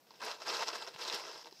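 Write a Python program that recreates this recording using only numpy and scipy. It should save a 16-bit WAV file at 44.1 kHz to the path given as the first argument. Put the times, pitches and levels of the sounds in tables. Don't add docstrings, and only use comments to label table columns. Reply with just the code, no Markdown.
import sys
import numpy as np
from scipy import signal
from scipy.fft import rfft, irfft
from scipy.io import wavfile
from scipy.ndimage import uniform_filter1d

SR = 44100
rng = np.random.default_rng(int(sys.argv[2]) if len(sys.argv) > 2 else 0)


def bounce(signal):
    frames = np.transpose(np.atleast_2d(signal))
    limited = np.clip(frames, -1, 1)
    pcm = np.round(limited * 32767).astype(np.int16)
    wavfile.write(sys.argv[1], SR, pcm)


N = 70560

# frequency_hz, gain_db
HISS_SPECTRUM = [(30, -21), (80, -25), (140, -0.5), (300, -1.5), (700, -0.5), (2000, -12), (3800, -11),
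                 (5200, -9.5), (7000, -15), (9700, -20.5), (12000, -15.5), (15500, -16)]
# time_s, patter_db, ticking_db
FLOW_LEVELS = [(0.0, -85, -101), (0.075, -75, -69), (0.196, -70, -60.5), (0.209, -45.5, -51.5),
               (0.251, -44.5, -45), (0.315, -44, -45), (0.346, -54, -54), (0.394, -59, -58.5),
               (0.424, -46, -48.5), (0.447, -63, -54.5), (0.463, -41, -45), (0.491, -42, -40),
               (0.521, -43, -42), (0.555, -41.5, -39), (0.593, -43.5, -44), (0.631, -38, -40.5),
               (0.653, -55, -47), (0.684, -43.5, -42), (0.724, -46, -49), (0.748, -43.5, -42.5),
               (0.795, -54.5, -51), (0.822, -46.5, -46), (0.856, -54.5, -53.5), (0.882, -49.5, -48.5),
               (0.922, -63, -60), (0.942, -58, -53.5), (0.981, -61.5, -59), (0.986, -50, -50),
               (1.016, -49.5, -43.5), (1.063, -47.5, -46), (1.087, -48, -41), (1.109, -46, -45),
               (1.137, -45, -39), (1.225, -50.5, -51), (1.309, -52.5, -52.5), (1.422, -58.5, -56.5),
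               (1.439, -71, -65), (1.467, -60, -55.5), (1.493, -69.5, -64.5), (1.596, -87, -63)]
# frequency_hz, gain_db
PATTER_SPECTRUM = [(60, -51), (130, -31), (240, -18), (380, -14.5), (560, -7), (720, -1.5), (930, -5.5),
                   (1300, -1.5), (1800, -10), (2500, -13.5), (5000, -48.5)]
# frequency_hz, gain_db
TICKING_SPECTRUM = [(700, -44), (1500, -5.5), (2200, -8.5), (3300, -4), (4500, -2.5), (5250, 0),
                    (6200, -7.5), (7800, -15.5), (9600, -28), (11500, -21.5), (15500, -39)]
# pitch_hz, width_hz, gain_db
BOX_RESONANCES = [(629, 28, 0.5), (890, 79, 0.5), (1005, 113, -2.5), (1588.5, 20, 3), (2640, 123, 0),
                  (4080, 78, 0.5), (5140, 120, -6)]
# time_s, level_db
HOLLOW_LEVELS = [(0.0, -73.5), (0.17, -71.5), (0.266, -49.5), (0.385, -67.5), (0.498, -47.5),
                 (0.672, -55.5), (0.734, -52.5), (0.788, -58), (0.89, -56.5), (0.966, -66.5),
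                 (0.998, -55.5), (1.114, -53.5), (1.14, -47), (1.212, -59.5), (1.318, -54), (1.435, -71),
                 (1.465, -54.5), (1.55, -95)]
# pitch_hz, width_hz, gain_db
HOLLOW_RESONANCES = [(333.5, 45.6, -4), (417.4, 37.4, 0.5), (483.3, 45, -0.5)]
# start_s, thud_db, clack_db, shell_pitch_hz
HARD_IMPACTS = [(0.1076, -44, -48, 4700), (0.1388, -51, -56, 5000), (0.3148, -35, -31, 3900),
                (0.4193, -37, -39, 4800), (0.4817, -29, -28, 4900), (0.4992, -35, -27, 4200),
                (0.501, -34, -33, 2600), (0.5272, -31, -37, 4300), (0.5688, -33, -29, 4600),
                (0.6081, -38, -31, 5100), (0.6325, -29, -36, 2800), (0.6826, -31, -23, 5300),
                (0.6886, -37, -27, 5200), (0.8235, -37, -35, 3700), (0.9618, -38, -42, 2200),
                (1.016, -46, -35, 3800), (1.0512, -46, -33, 4100), (1.0993, -32, -27, 3500),
                (1.126, -40, -29, 5000), (1.1437, -40, -30, 5200), (1.2172, -39, -38, 5100),
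                (1.2796, -40, -43, 4500), (1.3151, -48, -40, 5100), (1.3445, -46, -41, 4900),
                (1.394, -44, -45, 5000), (1.446, -51, -44, 3300), (1.458, -40, -45, 4900),
                (1.471, -37, -47, 4000), (1.526, -49, -43, 4900)]
# pitch_ratio, width_hz, gain_db
SHELL_RESONANCES = [(.75, 2000, 1), (1, 610, 1.5), (1.1, 560, -16)]
# start_s, level_db
FLAP_CRACKLES = [(0.249, -49), (1.1448, -47.5)]
# pitch_hz, width_hz, peak_db
END_WALL_RESONANCES = [(910, 48, -34), (1020, 56, -38)]
# start_s, pitch_hz, level_db
HAND_BUMPS = [(0.948, 158, -44), (1.138, 233, -42), (1.523, 387, -42)]
# time_s, level_db
GLIDE_LEVELS = [(1.1, -95), (1.22, -54), (1.42, -57.5), (1.5, -84), (1.56, -61)]

CONTACTS_PER_S, LOUD_FLOW_DB = 1500, -44
TIME_S = np.arange(N) / SR


def from_db(db):
    return 10 ** (np.asarray(db) / 20)


def rms_one(x):
    return x / np.sqrt(np.mean(x ** 2) + 1e-20)


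def butterworth(x, order, edges_hz, kind):
    return signal.sosfilt(signal.butter(order, edges_hz, kind, fs=SR, output="sos"), x)


def resonate(x, hz, width_hz):
    r = np.exp(-np.pi * width_hz / SR)
    feedback = [1, -2 * r * np.cos(2 * np.pi * hz / SR), r * r]
    return signal.lfilter(np.array([1, 0, -1]) * (1 - r * r) / 2, feedback, x + 1e-18)


def colour(x, spectrum):
    size = 2 * N
    hz, db = np.transpose(spectrum)
    bins_hz = np.arange(N + 1) * SR / size
    gain = from_db(np.interp(np.log(bins_hz + 1), np.log(hz), db))
    cepstrum = irfft(np.log(gain))
    cepstrum[1:N] *= 2
    cepstrum[N + 1:] = 0
    return irfft(rfft(x, size) * np.exp(rfft(cepstrum)))[:N]


def even(x, span_s=0.056):
    span = int(span_s * SR)
    power = uniform_filter1d(uniform_filter1d(x ** 2, span), span)
    return x / np.sqrt(np.abs(power) + 1e-3 * np.mean(x ** 2))


def box(x):
    return x + sum(from_db(db) * resonate(x, hz, width) for hz, width, db in BOX_RESONANCES)


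def room(x, wet_db=0.5, t60_s=0.067):
    t = np.arange(SR // 4) / SR
    tail = rng.standard_normal(len(t)) * from_db(-60 * t / t60_s) * (t > .001)
    return x + from_db(wet_db) * signal.fftconvolve(x, tail / np.linalg.norm(tail))[:N]


def hiss(level_db=-67.5):
    return from_db(level_db) * rms_one(colour(rng.standard_normal(N), HISS_SPECTRUM))


def grains(clicks, pitches_hz, spread_db=4.0):
    relative_width = pitches_hz[1] / pitches_hz[0] - 1
    out = np.zeros(N)
    for k, hz in enumerate(pitches_hz):
        strength = from_db(spread_db * np.clip(rng.standard_normal(N), -2, 2))
        out += (-1) ** k * resonate(clicks * strength, hz, relative_width * hz)
    return out


def scattered(clicks, pitches_hz, places=5):
    place = rng.integers(0, places, N)
    return sum(room(grains(clicks * (place == k), pitches_hz)) for k in range(places))


def hollow(clicks, band_hz=(282, 595), trim_db=-1):
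    modes = sum((-1) ** k * from_db(db) * resonate(clicks, hz, width)
                for k, (hz, width, db) in enumerate(HOLLOW_RESONANCES))
    level_db = np.interp(TIME_S, *np.transpose(HOLLOW_LEVELS))
    return from_db(level_db + trim_db) * even(butterworth(modes, 2, band_hz, "band"))


def tumbling(rate_exponent=.75, size_spread_db=3.5, trim_db=-.5):
    times_s, *levels = np.transpose(FLOW_LEVELS)
    patter_db, ticking_db = [np.interp(TIME_S, times_s, level) for level in levels]
    rate_per_s = CONTACTS_PER_S * from_db(rate_exponent * (ticking_db - LOUD_FLOW_DB))
    contacts = (rng.random(N) < rate_per_s / SR) * rng.choice([-1, 1], N)
    clicks = contacts * from_db(size_spread_db * np.minimum(rng.exponential(1, N), 4))
    walls = scattered(clicks, pitches_hz=np.geomspace(120, 3500, 12))
    shells = scattered(clicks, pitches_hz=np.geomspace(1200, 15000, 12))
    patter = from_db(patter_db + trim_db) * even(box(colour(walls, PATTER_SPECTRUM)))
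    ticking = from_db(ticking_db + trim_db) * even(box(colour(shells, TICKING_SPECTRUM)))
    return patter + ticking + hollow(clicks)


def creases(snaps_per_s=780, relative_db=-23):
    times_s, _, ticking_db = np.transpose(FLOW_LEVELS)
    clicks = (rng.random(N) < snaps_per_s / SR) * rng.standard_normal(N)
    pitches_hz = np.geomspace(7500, 14500, 10)
    pitch_index = rng.integers(0, len(pitches_hz), N)
    snaps = sum(resonate(clicks * (pitch_index == k), hz, hz / 10) * (SR / hz) ** 2
                for k, hz in enumerate(pitches_hz))
    return from_db(np.interp(TIME_S, times_s, ticking_db) + relative_db) * rms_one(room(snaps))


def knocks(touches=3, gap_s=.0007, loss_db=10.5, thud_hz=890, thud_width_hz=450, band_hz=(270, 6200)):
    out = np.zeros(N)
    for start_s, thud_db, clack_db, shell_hz in HARD_IMPACTS:
        gaps_s = gap_s * rng.uniform(.5, 2.2, touches)
        touches_s = start_s + np.cumsum(gaps_s) - gaps_s[0]
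        clicks = np.zeros(N)
        clicks[(touches_s * SR).astype(int)] = from_db(-loss_db * np.arange(touches))
        shell_modes = [(shell_hz * ratio, width, clack_db + db) for ratio, width, db in SHELL_RESONANCES]
        for hz, width, db in [(thud_hz, thud_width_hz, thud_db)] + shell_modes:
            unit_ring = SR / (2 * np.pi * width)
            out += from_db(db) * unit_ring * resonate(clicks, hz, width)
    out = butterworth(out, 6, band_hz[1], "low")
    out = butterworth(out, 2, band_hz[0], "high")
    return room(box(out), wet_db=-8.5)


def flap(t60_s=.045, band_hz=(7060, 13000)):
    envelope = sum((TIME_S >= start_s) * from_db(db - 60 * np.abs(TIME_S - start_s) / t60_s)
                   for start_s, db in FLAP_CRACKLES)
    return envelope * rms_one(butterworth(rng.standard_normal(N), 2, band_hz, "band"))


def landing(end_s=.632, build_s=0.015):
    build = (TIME_S < end_s) * np.exp(-np.abs(end_s - TIME_S) / build_s)
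    push = (rng.random(N) < CONTACTS_PER_S / SR) * rng.standard_normal(N) * build
    rings = [(resonate(push, hz, width), db) for hz, width, db in END_WALL_RESONANCES]
    return sum(from_db(db) * ring / np.abs(ring).max() for ring, db in rings)


def bumps(width_hz=85, contact_s=0.0022, low_hz=105):
    out = np.zeros(N)
    for start_s, hz, db in HAND_BUMPS:
        age_s = np.maximum(TIME_S - start_s, 0)
        envelope = (1 - np.exp(-age_s / contact_s)) * np.exp(-np.pi * width_hz * age_s)
        out += from_db(db) * envelope * np.sin(2 * np.pi * hz * age_s)
    return butterworth(out, 3, low_hz, "high")


def glide(centre_hz=5110, width_hz=1140):
    rub = resonate(rng.standard_normal(N), centre_hz, width_hz)
    rub = resonate(rub, centre_hz, width_hz)
    return from_db(np.interp(TIME_S, *np.transpose(GLIDE_LEVELS))) * rms_one(rub)


def scene():
    return (hiss() + tumbling() + creases() + knocks() + flap() + landing() + bumps() + glide())[None]


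def record(dry):
    cutoff_hz = 15500
    return signal.sosfilt(signal.ellip(10, .1, 80, cutoff_hz, fs=SR, output="sos"), dry)


dry = scene()
out = record(dry)
bounce(out)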